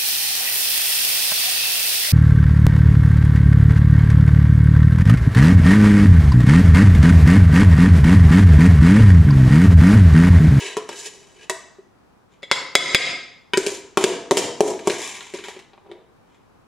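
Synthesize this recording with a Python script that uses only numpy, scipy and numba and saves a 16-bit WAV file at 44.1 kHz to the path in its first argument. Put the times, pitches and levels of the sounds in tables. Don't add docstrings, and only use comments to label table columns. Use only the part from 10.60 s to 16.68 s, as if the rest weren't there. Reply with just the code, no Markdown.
import sys
import numpy as np
from scipy import signal
from scipy.fft import rfft, irfft, next_fast_len
from scipy.io import wavfile
from scipy.ndimage import uniform_filter1d, map_coordinates
from numba import njit

SR = 44100
rng = np.random.default_rng(int(sys.argv[2]) if len(sys.argv) > 2 else 0)


def unload_wav(signal):
    wavfile.write(
        sys.argv[1],
        SR,
        np.round(np.clip(np.atleast_2d(signal).T, -1, 1) * 32767).astype(np.int16),
    )


N = 267951

# start in seconds, strength in dB, tilt in dB of the bass under 550 Hz, around 900 Hz
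# and of the treble over 6 kHz, then the hollow tone of the air above the rice in Hz and its level in dB.
KNOCKS = [(0.1685, -20, -0.5, 9.5, -4, 430, -18.5), (0.2902, -24, -2.5, 6, -5.5, 433, -40),
          (1.1854, -56, 11.5, -11.5, -25.5, 391, -39), (2.9734, -11.5, -13, -6, .5, 386, -7.5),
          (3.0649, -17, -5, -44, -.5, 408, -18), (3.3727, -8, 6, 13.5, -2.5, 393, -15),
          (3.4401, -4, -3.5, -7, -5.5, 383, -5), (3.4915, -23, -15, -12, -10.5, 377, -32),
          (3.71, -9, -1.5, 8.5, -3, 463, -8.5), (3.7174, -19, 18.5, 19, 2, 369, -6),
          (3.7708, -4.5, -22, 3, 1.5, 382, -9.5), (4.0063, -12.5, 9, 15.5, 1, 420, -3.5),
          (4.1918, -30.5, -20, -8, -10, 423, -44), (4.2732, -15.5, 10.5, 12, 1.5, 402, -16),
          (4.2986, -13, -7, -15, -10, 396, -17.5), (4.6074, -25.5, -25, -1, -15.5, 412, -50),
          (4.7381, -27, 1.5, -10, -7, 367, -27.5), (4.7875, -28.5, -18, -6, -17.5, 390, -34.5),
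          (4.8389, -26, -25, -4, -15, 380, -39), (4.8838, -29, -1, 9, -4.5, 440, -45),
          (4.9644, -42, 8.5, 4, -15, 370, -38), (4.9911, -34.5, -8, -15, -8, 358, -52),
          (5.1332, -41.5, -8.5, 12, -25, 436, -59), (5.1776, -46.5, 1, 12, -29, 371, -55),
          (5.2624, -54, 13.5, 17, -23, 470, -58), (5.2944, -64, 14, -3, -30, 358, -39.5),
          (5.3148, -35.5, -6.5, 3, -17, 340, -48.5)]
POT_BELLY = list(zip( [180, 232, 292, 353, 384, 418, 474, 533, 615, 672, 957, 998, 1280],
             [38.5, 11.0, 11, 21, 23, 27, 27, 22, 54, 31.5, 45.5, 10, 67.5],
             [-14.5, -7.0, 6.5, 5, 6.5, 7.5, 5.5, -0.5, -8.5, 2.5, -5.5, -4, -18]))
POT_WALL = [(1650, 130, -6), (2047, 350, -4), (2350, 140, -1), (3020, 28, -1.5), (3750, 210, -26.5),
            (4430, 35.9, -21), (5500, 240, -14), (5994, 280, -7), (7160, 450, -1.5), (7480, 54, 1.5),
            (8200, 76, -20), (9200, 77, -15.5), (9600, 78, -8.5), (11000, 81, -14)]
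# frequency in Hz, relative density in dB per Hz.
STEEL_CRACK = [(100, -43), (300, -25), (600, -7.5), (1200, -13.5), (2500, -16), (5000, -13.5),
               (9000, -12.5), (15000, -32.5)]
# first touch in dB at strength 0, then dB more for each dB of strength.
POT_SHARP = (3.8, .025)


def amp(db):
    return 10 ** (np.asarray(db) / 20)


def unit(x):
    return x / np.sqrt(np.mean(x ** 2) + 1e-20)


def along(points, hz):
    point_hz, value = np.transpose(points)
    return np.interp(np.log(hz + 1), np.log(point_hz + 1), value)


def filtered(x, response):
    n = x.shape[-1]
    m = next_fast_len(n + 8192)
    return irfft(rfft(x, m) * response(np.fft.rfftfreq(m, 1 / SR)), m)[..., :n]


def causal(x, gain_db):
    cepstrum = irfft(gain_db * np.log(10) / 20)
    half = len(cepstrum) // 2
    cepstrum[1:half] *= 2
    cepstrum[half + 1:] = 0
    return irfft(rfft(x, len(cepstrum)) * np.exp(rfft(cepstrum)))


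def resonances(modes):
    def response(f):
        return sum((-1) ** k * amp(db) * 1j * f * width / (hz * hz - f * f + 1j * f * width)
                   for k, (hz, width, db) in enumerate(modes))
    return response


def diffuse(pair, spread):
    mid = pair[0]
    side = filtered(pair[1], lambda hz: amp(along(spread, hz)))
    return np.array([mid + side, mid - side])


def hush():
    # frequency in Hz, relative density in dB per Hz.
    air_colour = [(12, -65), (20, -19.5), (81, -12), (163, -12.5), (192, -10), (346, -16.5), (622, -19.5),
                  (777, -17), (1120, -18.5), (1480, -23), (2070, -31.5), (2440, -31.5), (3060, -35.5),
                  (15900, -41.5)]
    # frequency in Hz, side over mid in dB.
    air_spread = [(60, -4), (110, 0.5), (200, -1.5), (380, 4), (700, 0.5), (1290, -3.5), (2380, 2.5),
                  (4400, -0.5), (8120, -1.5), (15000, 2)]
    noise = diffuse(rng.standard_normal((2, N)), air_spread)
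    air = filtered(noise, lambda hz: amp(along(air_colour, hz)))
    waver = map_coordinates(rng.standard_normal(N // 1000), [np.arange(N) / SR * 7])
    return amp(-56 + .8 * waver) * unit(air)


def scrape(strokes, modes, ring_db):
    # frequency in Hz, relative density in dB per Hz.
    rasp_colour = [(410, -39.5), (700, -5.5), (1040, 4.5), (1380, -17), (1590, -6.5), (3930, -2.5),
                   (4250, -9.5), (7260, -12.5), (10900, -17), (15900, -42)]
    t = np.arange(N) / SR
    s, rise_s, fall_s, db, bright_db, belly_db = np.transpose(strokes)[:, :, None]
    away = np.maximum((s - t) / rise_s, (t - s) / fall_s)
    drop_db = 20 * np.maximum(away, away ** 2)

    def swell(more_db, steepness):
        return np.sum(amp(db + more_db - steepness * drop_db), axis=0)

    rasp = swell(0, 1)
    shine = swell(bright_db, 1.34)
    boom = swell(belly_db, 1)

    skips = amp(3.2 * map_coordinates(rng.standard_normal(N // 100), [t * 260]))
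    grains = unit(skips * rng.standard_normal(N) * rng.exponential(size=N) ** .5)
    wall = resonances(modes)

    def steel(f):
        return amp(along(rasp_colour, f)) * (1 + amp(ring_db) * np.abs(wall(f)))

    low = unit(filtered(grains, lambda f: steel(f) / (1 + (f / 5000) ** 6)))
    high = unit(filtered(grains, lambda f: steel(f) / (1 + (5000 / (f + 1)) ** 6)))
    drone = unit(filtered(grains, resonances(POT_BELLY)))
    return amp(-3) * (rasp * low + shine * high + amp(-1.5) * boom * drone)


def pot_sliding():
    slides = [(0.001, 0.014, .15, -31, 1, 3), (.075, 0.11, 0.093, -32.5, -1.5, -13),
              (.195, .012, .09, -44, -17, 3), (.315, .012, 0.062, -42.5, -5, 7),
              (.395, 0.12, 0.097, -42, 10.5, -8), (.468, .045, .025, -35.5, 9, -5),
              (.55, .1, .55, -56.5, 7, 5.5), (.834, 0.075, .035, -44.5, -4, -4.5)]
    # frequency in Hz, width in Hz, relative level in dB.
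    sliding_modes = [(1637, 72, -1.5), (1960, 53, -2), (2210, 99, -6.5), (2376, 27, -4), (2544, 26, -3),
                     (2980, 82, -1.5), (3900, 40, -8.5), (4480, 47, -5.5), (5140, 110, -11),
                     (6050, 130, -9), (6800, 90, -10.5), (6990, 97, -7.5), (7500, 40, -10.5),
                     (7800, 38, -6.5), (9200, 150, -16), (9300, 32, -26.5), (9900, 48, -17),
                     (10100, 85, -17.5), (10100, 32, -25), (10600, 30, -33.5), (11200, 160, -30)]
    return scrape(slides, sliding_modes, ring_db=19)


def struck(events, modes, colour, sharp, ring_db, crack_db, crack_s):
    out, t = np.zeros(N + SR), np.arange(SR // 2) / SR
    grid = np.fft.rfftfreq(4096, 1 / SR)
    hz, width, level = np.transpose(modes)[:, :, None]
    size = amp(level) * width
    size /= np.sqrt(np.sum(size ** 2))
    size[::2] *= np.where(hz[::2] > 1400, -1, 1)
    rings = size * np.exp(-np.pi * width * t) * np.sin(2 * np.pi * hz * t)

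    for s, db, bass_db, middle_db, treble_db, *_ in events:
        tilt = [(550, bass_db), (900, middle_db), (1500, 0), (4000, 0), (6000, treble_db)]
        scatter_db = 1.8 * rng.standard_normal(len(modes))
        ring = amp(ring_db + along(tilt, hz[:, 0]) + scatter_db) @ rings

        sharp_db = sharp[0] + sharp[1] * db
        tick = amp(sharp_db - 60 * t / 0.0062)
        clatter = amp(-60 * t[:2048] / crack_s)
        burst = rng.standard_normal(2048) * (clatter + tick[:2048])
        crack = causal(burst, along(colour, grid) + along(tilt, grid))
        ring[:len(crack)] += amp(crack_db) * crack
        out[round(s * SR):][:len(t)] += amp(db) * ring
    return out[:N]


def pot_knocks():
    return struck(KNOCKS, POT_BELLY + POT_WALL, STEEL_CRACK, POT_SHARP, ring_db=3.5, crack_db=11, crack_s=0.07)


def hollow(width_hz=34):
    out, t = np.zeros(N + SR), np.arange(SR // 2) / SR
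    for s, *_, hz, db in KNOCKS:
        decay = np.exp(-np.pi * width_hz * t)
        out[round(s * SR):][:len(t)] += amp(db) * decay * np.sin(2 * np.pi * hz * t)
    return out[:N]


def handle_clink():
    # start in seconds, strength in dB, tilt in dB of bass, middle and treble.
    handle_blows = [(.897, -14.5, -1, -1.1, -1)]
    # frequency in Hz, width in Hz, relative level in dB.
    handle_modes = [(384, 15, -1), (446, 29, -8), (669, 46, -4), (960, 19, -1), (1940, 58, -1.5),
                    (2350, 28, -10), (2653, 58, -7), (2980, 52, -36), (3451, 55, -19.5), (3890, 61, -10.5),
                    (5028, 70, -38), (6062, 70, -10), (6940, 70, -7.5), (7540, 70, -23.5), (8020, 146, -8),
                    (9700, 54, -19)]
    return struck(handle_blows, handle_modes, STEEL_CRACK, POT_SHARP, ring_db=3, crack_db=11.5, crack_s=0.048)


def wall_strokes():
    strokes = [(1.725, 0.04, 0.1, -60, -5, -0.2), (2.995, 0.05, 0.08, -35, 7, 10.5),
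               (3.09, 0.08, 0.08, -37, 5.5, 7), (3.15, 0.0949, 0.08, -43.5, 11.5, 3),
               (3.386, .009, .11, -27, 3, 9), (3.465, .018, .1, -27.5, 2.5, 13),
               (3.722, .008, .15, -28, 4, 11), (3.776, .014, .05, -24.5, 11.5, 12.5),
               (4.022, .012, 0.1024, -38, 7.5, 24), (4.075, 0.08, 0.0868, -36, 10.5, 17),
               (4.325, -0.07, 0.0446, -34.5, 5, 4), (4.43, 0.22, .36, -33, 3.5, -13),
               (4.748, .008, .13, -39, -3, -11), (4.841, .004, 0.0544, -36.5, -1.1, -8),
               (4.9, 0.07, 0.1431, -41, -2, -8.5), (5.325, 0.09, .14, -57, -29, 17),
               (5.75, 0.16, .12, -61.5, -8, 0)]
    return scrape(strokes, POT_WALL, ring_db=8)


def dish_taps():
    # start in seconds, strength in dB, tilt in dB of bass, middle and treble.
    taps = [(1.823, -43, -7, -5.5, -7), (1.830, -27.5, -4.5, -2, -8.5), (1.899, -39.5, -13, -2.5, -12.5),
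            (1.914, -4.5, -7, 4, -1), (2.153, 11, -10, 0.5, -1.5), (2.347, 8.5, -11.5, -1.5, -2.5)]
    # frequency in Hz, width in Hz, relative level in dB.
    worktop_modes = [(100, 12, -13), (170, 22, -10.5), (302, 17, -12)]
    dish_modes = list(zip( [420, 545, 695, 1001, 1270, 1585, 1954, 2081, 2137, 2218, 2333, 2600, 3218, 3397, 3430, 3890, 4700, 4970, 5008, 5240, 6300, 6740, 6950, 7564, 8890, 9300, 10600, 11300, 11640, 12250],
                  [69, 56, 56.5, 45, 60.5, 44.5, 61.5, 60, 29.5, 29.5, 23, 87.5, 28, 20.5, 27.5, 19, 80.5, 21.5, 25.5, 24, 15, 61, 24, 18.5, 31, 30.5, 29, 41.5, 30, 38],
                  [-10, -1, -9, -11, -14, -14.5, -5, -2, 0.5, -2.5, -10, -29, -6.5, -14, 2, -5, -14, -3, -9, -7.5, -8, -9.5, -9.5, -5.5, -11.5, -17, -19, -24.5, -24.5, -30]))
    # frequency in Hz, relative density in dB per Hz.
    dish_colour = [(100, -44), (300, -19.5), (600, -9), (1200, -7.5), (2500, -1.5), (5000, -3.5),
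                   (9000, -13), (15000, -38)]
    dish_sharp = (4.5, .26)
    return struck(taps, worktop_modes + dish_modes, dish_colour, dish_sharp,
                  ring_db=2.5, crack_db=2.5, crack_s=0.015)


def rim_clink():
    # start in seconds, strength in dB, tilt in dB of bass, middle and treble.
    rim_blows = [(2.935, -13, -10, 4.5, -8)]
    # frequency in Hz, width in Hz, relative level in dB.
    rim_modes = [(414, 60, -7.5), (467, 70, -3.5), (990, 17, -5.5), (1540, 50, -7.5), (1880, 17, -4),
                 (2300, 37, -2), (2550, 24, -7.5), (3010, 73, -7), (3811, 60, -16.5), (4545, 60, -25.5),
                 (4820, 70, -15.5), (6500, 85, -7), (7250, 37, -22.5), (8260, 52, -18.5)]
    return struck(rim_blows, rim_modes, STEEL_CRACK, POT_SHARP, ring_db=8, crack_db=10, crack_s=0.02)


def nearby(x, count=9):
    echoes = np.zeros((2, SR // 20))
    when = rng.uniform(.0004, 0.017, (2, count))
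    strength = rng.choice([-1, 1], (2, count)) * amp(-60 * when / 0.07)
    np.put_along_axis(echoes, (when * SR).astype(int), strength, axis=1)
    mid, side = signal.fftconvolve(x[None], echoes, axes=1)[:, :N]
    short_waves = filtered(side, lambda hz: 1j * hz / (7000 + 1j * hz) * 1j * hz / (6000 + 1j * hz))
    side = amp(-3.5) * short_waves
    return amp(-7.5) * mid + np.array([side, -side])


def kitchen(x):
    # frequency in Hz, decay time over 60 dB in seconds.
    decay_times = [(100, 0.84), (400, 0.63), (2000, 0.62), (6000, 0.6), (12000, 0.32)]
    # frequency in Hz, side over mid in dB.
    room_spread = [(60, -14.5), (300, -19), (1000, -9.5), (4000, -11), (9000, -5.5), (14000, 5.5)]
    out, step = np.zeros((2, N + 2 * SR)), 8820
    for start in range(0, N, step):
        hz, t, z = signal.stft(rng.standard_normal((2, SR * 3 // 4)), SR, nperseg=256)
        decay = amp(-60 * t / along(decay_times, hz)[:, None])
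        tail = signal.istft(z * decay, SR, nperseg=256)[1]
        wet = signal.fftconvolve(x[None, start:start + step], tail / np.linalg.norm(tail[0]), axes=1)
        out[:, start + round(.004 * SR):][:, :wet.shape[1]] += wet
    return diffuse(out[:, :N], room_spread)


def scene():
    pot = pot_knocks() + hollow()
    pot += rim_clink()
    pot += handle_clink()
    pot += wall_strokes() + pot_sliding()
    dish = dish_taps()
    pot, dish = filtered(np.array([pot, dish]), lambda hz: (1j * hz / (130 + 1j * hz)) ** 3)
    direct = pot * amp([[.1], [-.1]]) + dish * amp([[.7], [-.7]])
    return direct + nearby(pot + dish) + kitchen(amp(-7) * pot + amp(-6.5) * dish) + hush()


@njit
def ducking(over_db, attack, release_db):
    out, now = np.zeros(len(over_db)), 0.
    for i in range(len(over_db)):
        if over_db[i] > now:
            now = now + attack * (over_db[i] - now)
        else:
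            now = max(now - release_db, 0.)
        out[i] = now
    return out


def record(dry):
    # frequency in Hz, left over right in dB.
    port_balance = [(60, 2.5), (200, 0.5), (1000, 1.44), (3000, 0.9), (8000, 0.3)]
    heard = filtered(dry, lambda hz: amp(along(port_balance, hz) * np.array([[.5], [-.5]])))
    power = uniform_filter1d(np.mean(heard ** 2, axis=0), size=64, origin=31)
    level_db = 10 * np.log10(np.abs(power) + 1e-12)
    threshold_db, attack_s, release_db_per_s = -12.5, 0.0025, 95
    reduction_db = ducking(level_db - threshold_db, 1 / (attack_s * SR), release_db_per_s / SR)
    ducked = heard * amp(-reduction_db)
    clipped = ducked / (1 + np.abs(ducked / .99) ** 8) ** (1 / 8)
    dulled = filtered(clipped, lambda hz: 1 / (1 + 1j * hz / 14000) ** 3)
    return filtered(dulled, lambda hz: hz < 16040)


dry = scene()
out = record(dry)
unload_wav(out)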